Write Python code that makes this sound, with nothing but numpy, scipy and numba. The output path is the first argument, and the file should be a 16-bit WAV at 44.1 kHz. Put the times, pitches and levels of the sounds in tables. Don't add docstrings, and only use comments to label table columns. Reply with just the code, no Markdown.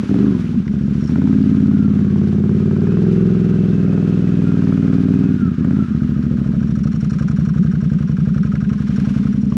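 import sys
import numpy as np
from scipy import signal
from scipy.fft import rfft, irfft, next_fast_len
from scipy.io import wavfile
from scipy.ndimage import uniform_filter1d
from numba import njit

SR = 44100
rng = np.random.default_rng(int(sys.argv[2]) if len(sys.argv) > 2 else 0)


def transcribe(signal):
    frames = np.atleast_2d(signal).T
    limited = np.clip(frames, -1, 1)
    pcm = np.round(limited * 32767).astype(np.int16)
    wavfile.write(sys.argv[1], SR, pcm)


N = 422026
T = np.arange(N) / SR
PUSH_S = .0011


def undb(db):
    return 10 ** (np.asarray(db) / 20)


def curves(table):
    s, *columns = np.transpose(table)
    return [np.interp(T, s, column) for column in columns]


def swells(table):
    return sum(db * np.exp(-((T - s) / length) ** 2) for s, length, db in table)


def unit(x):
    return x / np.sqrt(np.mean(x ** 2))


def noise():
    return rng.standard_normal(N)


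def walk(rate):
    k = int(SR / rate)
    steps = np.repeat(rng.standard_normal(N // k + 1), k)
    return 1.3 * uniform_filter1d(steps, k)[:N]


@njit
def svf(x, hz, width):
    y, band, low = np.empty(len(x)), 0., 0.
    for i in range(len(x)):
        g, k = np.tan(np.pi * hz[i] / SR), width / hz[i]
        v = (band + g * (x[i] - low)) / (1 + g * (g + k))
        band, low, y[i] = 2 * v - band, low + 2 * g * v, k * v
    return y


def ring(x, hz, width):
    return svf(x + 1e-18, hz * np.ones(N), float(width))


def steep_ring(x, hz, width):
    return ring(ring(x, hz, width), hz, width)


def body(x, modes):
    return sum(undb(db) * steep_ring(x, hz, 1.4 * width) for hz, width, db in modes)


def colour(x, points):
    hz, db = np.transpose(points)
    size = next_fast_len(N, True)
    f = np.arange(size // 2 + 1) * SR / size + 1
    gain = undb(np.interp(np.log(f), np.log(hz), db))
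    return irfft(rfft(x, size) * gain, size)[:N]


def pulses(times, sizes):
    inside = (times >= 0) & (times < T[-1])
    return np.bincount((times[inside] * SR).astype(int), sizes[inside], N)


def strokes(crank, place, slop_s, scatter_db):
    turns = np.arange(int(crank[-1]) + 1) + place
    times = np.interp(turns, crank, T, right=T[-1] + 1)
    late, strong = rng.standard_normal((len(times), 2)).T
    at = lambda value: np.interp(times, T, value * np.ones(N))
    return times + at(slop_s) * late, undb(at(scatter_db) * strong)


def bursts(clicks, length_s):
    pole = np.exp(-1 / (length_s * SR))
    return signal.lfilter([1 - pole], np.poly([pole, pole]), clicks) + 1e-9


CRUISE_SPEED = 18
SURGE_ACCEL, SURGE_SMOOTH_S = 13, 0.21


def effort(law, speed, throttle):
    rest_db, throttle_db, speed_db, surge_db = law
    acceleration = uniform_filter1d(np.gradient(speed) * SR, int(SURGE_SMOOTH_S * SR))
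    surge = np.tanh(acceleration / SURGE_ACCEL)
    return rest_db + throttle_db * throttle + speed_db * (speed - CRUISE_SPEED) + surge_db * surge


# (firing place [cycle], share of the pipe's reflection, strength lost at idle [share], gas puff [dB])
FIRINGS = [(0, 1, 0, 0), (.379, .95, .42, -1)]
# (time [s], first round trip [ms], second round trip [ms], reflection)
PIPE_ECHO = [(.24, 10.43, 9.95, .43), (.7, 13.17, 14.76, .51), (1.0, 13.17, 14.76, .51),
             (1.22, 12.59, 11.01, .45), (2.7, 12.57, 10.74, .43), (3.1, 11.48, 10.55, .5),
             (3.6, 11.52, 10.56, .49), (4.0, 11.92, 10.65, .48), (4.9, 12.17, 10.72, .49),
             (5.25, 11.98, 10.31, .51), (5.73, 12.96, 11.89, .36), (6.3, 14.6, 13.19, .62),
             (7.4, 13.7, 14.0, .5), (8.0, 13.91, 13.1, .52), (9.15, 14.42, 15.13, .5)]
# (centre [Hz], width [Hz], path delay [s], signed share of first pipe, of second pipe)
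SILENCER_NOTES = [(93, 42, .00099, -.33, -.54), (138, 77, .00138, -1.3, -1.26),
                  (184, 94, .00154, -1.31, -.92)]
SILENCER_SAG = .105
# (centre [Hz], width [Hz], time shift [s], negative is earlier,
# signed share of first pipe, of second pipe)
BARK_NOTE = (264, 41, -.00108, -.41, -.79)
# (width [Hz], time shift [s], negative is earlier,
# share of first pipe, of second pipe)
HONK_NOTE = (152, -.00036, .39, .45)
# (time [s], centre [Hz])
HONK_PITCH = [(.8, 366), (1.5, 350), (2.2, 315), (2.6, 312), (3.15, 326), (4.0, 337), (5.7, 356), (8, 326)]
# (time [s], silencer level [dB], bark level [dB], honk level [dB])
NOTE_LEVELS = [(.24, -1.3, 9, 1.5), (.5, -3, 2, -2), (.95, -2, 2, -4), (1.3, .2, 7.5, 0), (1.8, .9, 5, .5),
               (2.2, 1.3, -8, 4.5), (2.6, 1.3, -3.4, 5.7), (3.15, 2.4, -9.7, 6.5), (3.55, 2.1, -9.7, 4.5),
               (4.0, 1.4, -3, 4.3), (4.45, 1.6, .8, 1.9), (5.25, 1, 7, 1.5), (5.73, .6, 4.6, -.5),
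               (6.35, -1.7, 8, -2), (7.4, 0, 0, -3), (8.2, .5, 1, -5), (8.6, .3, 3, -3),
               (9.15, -.6, 11.5, -3)]
# (frequency [Hz], gain [dB])
PACKING_CURVE = [(400, 0), (470, -6), (600, -6.5), (760, -15), (900, -19), (1400, -35)]
# (frequency [Hz], gain [dB])
PUFF_COLOUR = [(200, -14), (450, 13), (660, 2.5), (900, -20.5), (1400, -11), (2200, -26.5), (5000, -40.5)]
# (rest [dB], throttle [dB], speed [dB per cycle/s], surge [dB])
GROWL_EFFORT = (-54, 11, 1, 0)
THUMP_EFFORT = (-40.5, -19, .3, 0)
PUFF_EFFORT = (-47.5, -2, -0.66, 4)
# (time [s], half length [s], lift [dB])
GROWL_SWELLS = [(2.3, .4, 5), (3.15, .5, 10)]
# (time [s], half length [s], lift [dB])
RASP_SWELLS = [(.26, 0.32, 8.5), (2.8, 0.073, 2.5), (3.9, 0.6, 10.5), (4.8, 0.47, 7.5), (6.45, 0.21, 7)]
# (time [s], half length [s], dip [dB])
STUMBLE_DIPS = [(.06, .024, -10), (.47, .08, -3), (.635, .025, -9), (5.385, .025, -6), (5.55, .032, -8.5),
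                (5.87, .033, -7)]


def exhaust(crank, speed, throttle):
    lazy = 1 - throttle
    *trips_ms, reflection = curves(PIPE_ECHO)
    boom_db, bark_db, honk_db = curves(NOTE_LEVELS)
    sag = 1 - SILENCER_SAG * lazy
    modes = [(boom_db, hz * sag, *rest) for hz, *rest in SILENCER_NOTES]
    modes.append((bark_db, BARK_NOTE[0] * sag, *BARK_NOTE[1:]))
    modes.append((honk_db, curves(HONK_PITCH)[0], *HONK_NOTE))
    notes, both, blow = 0, 0, 0
    for cylinder, (firing, trip_ms) in enumerate(zip(FIRINGS, trips_ms)):
        place, echo, idle_loss, gas_db = firing
        times, sizes = strokes(crank, place, slop_s=.00012 + .00018 * lazy, scatter_db=.4 + .3 * lazy)
        at = lambda curve: np.interp(times, T, curve)
        sizes = sizes * (1 - idle_loss * at(lazy))
        trip_s = at(trip_ms) / 1000
        bounce = echo * at(reflection)
        flow = SR * PUSH_S * sum(pulses(times + n * trip_s, sizes * bounce ** n) for n in range(5))
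        gas = bursts(pulses(times, sizes ** 2), length_s=.0062)
        hiss = (.04 + .05 * lazy + .04 * unit(gas)) * noise()
        stream = flow + hiss
        for db, hz, width, shift_s, *shares in modes:
            shifted = np.roll(stream, int(shift_s * SR))
            notes = notes + shares[cylinder] * undb(db) * steep_ring(shifted, hz, width)
        both = both + stream
        blow = blow + undb(gas_db) * gas
    growl = ring(ring(both, hz=384, width=26), hz=410, width=110)
    thump = steep_ring(both, hz=54, width=24)
    puff = colour((unit(blow) + .4) * noise(), PUFF_COLOUR)
    out = colour(notes, PACKING_CURVE)
    out = out + unit(growl) * undb(effort(GROWL_EFFORT, speed, throttle) + swells(GROWL_SWELLS))
    out = out + unit(thump) * undb(effort(THUMP_EFFORT, speed, throttle))
    out = out + unit(puff) * undb(effort(PUFF_EFFORT, speed, throttle) + swells(RASP_SWELLS))
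    return undb(swells(STUMBLE_DIPS)) * out


# (rest [dB], throttle [dB], speed [dB per cycle/s], surge [dB])
CRACK_EFFORT = (-64, 14.5, -0.43, 8)
# (time [s], half length [s], lift [dB])
LABOUR_SWELLS = [(1.2, 0.3, 1), (2.1, 0.28, 1.5), (2.76, 0.11, 4.5), (4.0, .15, 2), (4.78, 0.3, 7.5)]


def crack(crank, speed, throttle):
    openings = pulses(*strokes(crank, -.004, slop_s=.0002, scatter_db=.8))
    snap = bursts(openings, length_s=.0015) * noise()
    shape = [(300, -2.0), (600, 6), (1000, 0.5), (1500, 2), (2000, -9),
             (4000, -27.0), (8000, -29.5), (12000, -52)]
    crack_db = effort(CRACK_EFFORT, speed, throttle) + swells(LABOUR_SWELLS)
    return undb(crack_db) * unit(colour(snap, shape))


# (centre [Hz], width [Hz])
AIRBOX_NOTES = [(223.8, 24.9), (193.3, 21.9)]
# (time [s], level [dB], place of the gulp [cycle])
GULPS = [(.24, 13.4, .5), (1.2, 17, .56), (1.8, 18.4, .56), (2.6, 15, .56), (3.15, 10, .59),
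         (4.0, 6.6, .59), (4.45, 8, .57), (4.9, 12, .57), (5.25, 7, .58), (5.73, 18, .56)]
# (time [s], pitch [Hz], level [dB], loudest place [cycle])
MOAN_CURVE = [(.85, 205, -13.5, .66), (6.35, 196, -14, .66), (7.4, 186, -12.3, .64), (8.0, 182, -12, .63),
              (8.6, 192, -12.5, .65), (9.15, 204, -12.5, .66)]
MOAN_SPREAD, MOAN_RISE_HZ_PER_S = .27, 1350
MOAN_OCTAVE_DB = -24


def intake(crank, speed, throttle):
    air_db, place = curves(GULPS)
    air = SR * PUSH_S * pulses(*strokes(crank - place, 0, slop_s=0.000096, scatter_db=0.8))
    for hz, width in AIRBOX_NOTES:
        air = ring(air, hz, width)
    hz, moan_db, loudest = curves(MOAN_CURVE)
    turn = crank % 1
    t = (turn - loudest) / speed + 0.0004 * walk(14)
    cutoff = np.tanh(3.5 * np.sin(np.pi * turn)) ** 2
    valve = np.exp(-((turn - loudest) / MOAN_SPREAD) ** 2) * cutoff
    angle = 2 * np.pi * t * (hz + MOAN_RISE_HZ_PER_S * t / 2)
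    octave = undb(MOAN_OCTAVE_DB) * valve ** 2 * np.cos(2 * angle)
    moan = valve * (np.cos(angle) + octave) * undb(1.2 * walk(90))
    pulling = throttle * undb(air_db) * air
    shut = (1 - throttle) * undb(moan_db + walk(12)) * moan
    return undb(swells(STUMBLE_DIPS)) * (pulling + shut)


# (time [s], half length [s], pitch [Hz], glide [Hz/s], level [dB])
WHOOP_EVENTS = [(.365, .016, 215, -600, -13), (.583, .02, 218, -1700, -12), (5.435, .016, 222, -800, -13),
                (5.922, .014, 210, -900, -14)]


def whoops():
    out = 0
    for s, length, hz, glide, db in WHOOP_EVENTS:
        t = T - s
        tone = np.cos(2 * np.pi * t * (hz + glide * t / 2))
        out = out + undb(db) * np.exp(-(t / length) ** 2) * tone
    return out


# (centre [Hz], width [Hz], level [dB])
HOUSING_NOTES = [(1064, 50, 0), (1303, 120, 4.5), (1430, 100, 5.5), (1546, 130, 1.5), (2300, 350, -13),
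                 (2900, 110, -13.5), (3750, 310, -20.5)]
# (centre [Hz], width [Hz], level [dB])
JINGLE_NOTES = [(4250, 230, -9.5), (5590, 450, -4), (6800, 430, -12), (8600, 280, -5)]
# (time [s], level [dB])
CLATTER_CURVE = [(0, -51), (.27, -46.5), (.55, -53), (1.5, -48.5), (2.5, -51), (2.9, -47), (6.8, -46),
                 (7.2, -40), (7.9, -45), (8.55, -41.5), (9.27, -44), (9.57, -59)]
# (time [s], half length [s], lift [dB])
JINGLE_SWELLS = [(1.08, 0.1, 13.5), (7.15, 0.3, 9), (9.0, 0.097, 6)]
# (time [s], half length [s], lift [dB])
RATTLE_SWELLS = [(7.15, .2, 9), (9.0, .13, 17), (9.24, .08, 17)]
JINGLE_DB, JINGLE_SLACK_DB = -70.5, 13
RATTLE_DB = -68


def drive(crank, speed, throttle):
    slack = np.clip((15.5 - speed) / 3, 0, 1)
    lash = 0
    # (place [cycle], level [dB])
    for place, db in [(.155, -2), (.22, -3), (.745, -1.5), (.83, -3.5), (.9, -10)]:
        lash = lash + undb(db) * pulses(*strokes(crank, place, slop_s=0.0017, scatter_db=1.4))
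    rattle = unit(bursts(lash, length_s=0.0029))
    rush = 1.06 * undb(1.4 * walk(60))
    shake = slack * (rattle + 0.08) + (1 - slack) * rush
    clatter = undb(curves(CLATTER_CURVE)[0]) * unit(body(shake * noise(), HOUSING_NOTES))
    jingle_db = JINGLE_DB + swells(JINGLE_SWELLS) + JINGLE_SLACK_DB * slack
    jingle = undb(jingle_db) * unit(body(shake * undb(2 * walk(90)) * noise(), JINGLE_NOTES))
    whine_db = -55.5 - 2.5 * (speed - 20.2) ** 2
    whine = undb(whine_db) * throttle * unit(steep_ring(noise(), 127 * speed, 140))
    bright_db = RATTLE_DB + swells(RATTLE_SWELLS)
    bright = undb(bright_db) * slack * unit(ring(rattle * noise(), hz=2300, width=600))
    return clatter + bright + jingle + whine


# (time [s], half length [s], pitch [Hz], glide [Hz/s], level [dB])
WHINE_AND_SQUEALS = [(.33, 0.13, 1050, -1200, -48), (1.83, 0.1, 1370, -700, -43.5),
                     (2.15, 0.28, 1110, -60, -53), (2.784, 0.23, 1324, 304, -51.5),
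                     (3.87, 0.038, 1380, 0, -47), (4.482, 0.055, 1400, 3, -45),
                     (5.431, 0.073, 1364, -1700, -41), (5.812, 0.085, 1340, -300, -41),
                     (7.2, 0.02, 1264, 0, -40)]


def whine_and_squeals():
    out = 0
    for s, length, hz, glide, db in WHINE_AND_SQUEALS:
        pitch = hz + glide * np.clip(T - s, -.15, .15)
        tone = unit(steep_ring(noise(), pitch, 55))
        out = out + undb(db) * np.exp(-((T - s) / length) ** 2) * tone
    return out


# (time [s], peak level before a 5.5 dB lift [dB], pitch [Hz])
SINGLE_KNOCKS = [(0.405, -40, 1770), (0.679, -34, 1420), (7.186, -38, 1290), (8.2521, -48, 1540),
                 (8.555, -35, 1560), (8.6046, -42, 1440), (8.693, -38, 1260), (8.884, -41, 4500),
                 (9.5223, -32, 942)]


def knocks():
    out = np.zeros(N + SR)
    t = T[:SR // 20]
    for s, db, hz in SINGLE_KNOCKS:
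        blow = rng.standard_normal(len(t)) * np.exp(-t / 0.0033)
        resonance = signal.iirpeak(hz, 1.1, fs=SR)
        hit = signal.lfilter(*resonance, signal.lfilter(*resonance, blow))
        out[int(s * SR):][:len(t)] += undb(db + 5.5) * hit / np.abs(hit).max()
    return out[:N]


# (frequency [Hz], gain [dB])
WATER_COLOUR = [(300, -4.5), (800, -3), (1300, 0.5), (2000, -1.5), (2700, -3.5), (3400, -6), (4500, -10.5),
                (6000, -12.5), (7500, -19.5), (10000, -14), (12000, -30.5)]
# (rest [dB], throttle [dB], speed [dB per cycle/s], surge [dB])
WATER_EFFORT = (-47.5, -0.7, 0.49, 0.5)
# (time [s], half length [s], lift [dB])
SPLASH_SWELLS = [(.02, 0.096, 7.5), (.42, 0.08, 4), (1.2, 0.4, 2.5), (4.6, 0.73, 1.5), (7.1, 0.2, 1),
                 (9.05, 0.24, 6.5)]


def water(crank, speed, throttle):
    water_db = effort(WATER_EFFORT, speed, throttle) + swells(SPLASH_SWELLS)
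    count = 9000
    sizes = undb(1.1 * np.minimum(rng.exponential(size=count), 6))
    drops = pulses(rng.uniform(0, T[-1], count), rng.choice([-1, 1], count) * sizes)
    surge_db = 1.0 * np.cos(2 * np.pi * (crank - .2))
    wash = noise() * undb(1.4 * walk(45) + surge_db)
    bubbles, t = np.zeros(N + SR), T[:SR // 30]
    for when, pitch, size in rng.random((500, 3)):
        cycles = 700 * 7 ** pitch * t
        tone = np.sin(2 * np.pi * cycles * (1 + 0.0076 * cycles)) * np.exp(-cycles / 6)
        bubbles[int(when * N):][:len(t)] += undb(-20 * size) * tone
    spray = unit(colour(wash + .65 * unit(drops), WATER_COLOUR))
    return undb(water_db) * (spray + undb(-12.0) * unit(bubbles[:N]))


# (time [s], four-stroke cycles per second)
CRANK_SPEED = [(0.0, 13.356), (0.24, 26.682), (0.38, 21.513), (0.5, 20.028), (0.65, 14.07), (1.06, 13.991),
               (1.26, 18.366), (2.17, 17.725), (2.78, 18.637), (3.06, 21.289), (3.7, 20.903),
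               (3.84, 19.984), (4.08, 20.698), (4.66, 19.492), (5.12, 19.261), (5.24, 20.455),
               (5.58, 14.452), (5.79, 18.33), (5.96, 14.083), (6.59, 12.968), (7.1, 10.946), (7.49, 11.561),
               (7.89, 11.034), (8.39, 11.418), (9.16, 11.045), (9.57, 11.257)]
# (time [s], opening [0-1])
THROTTLE_CURVE = [(0, 0), (.11, 1), (.3, 0.97), (.39, 0), (1.0, 0.27), (1.16, 1), (5.32, 0.93), (5.39, 0.4),
                  (5.55, 0.3), (5.64, 1), (5.8, 0.92), (5.88, 0.2), (6.6, 0)]


def scene():
    speed = curves(CRANK_SPEED)[0]
    throttle = np.clip(curves(THROTTLE_CURVE)[0], 0, 1)
    crank = np.cumsum(speed) / SR - .44
    quad = sum(part(crank, speed, throttle) for part in (exhaust, crack, intake, drive, water))
    return (quad + whoops() + whine_and_squeals() + knocks())[None]


TOP_HZ = 12500


def record(dry):
    x = signal.sosfilt(signal.butter(4, 40, "high", fs=SR, output="sos"), dry)
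    x = np.tanh(0.45 * x) / 0.42
    x = colour(x[0], [(7800, 0), (8700, -14.0), (9000, -21.5), (9500, -10), (10000, -6.0)])[None]
    return signal.sosfilt(signal.ellip(8, .2, 70, TOP_HZ, fs=SR, output="sos"), x)


dry = scene()
out = record(dry)
transcribe(out)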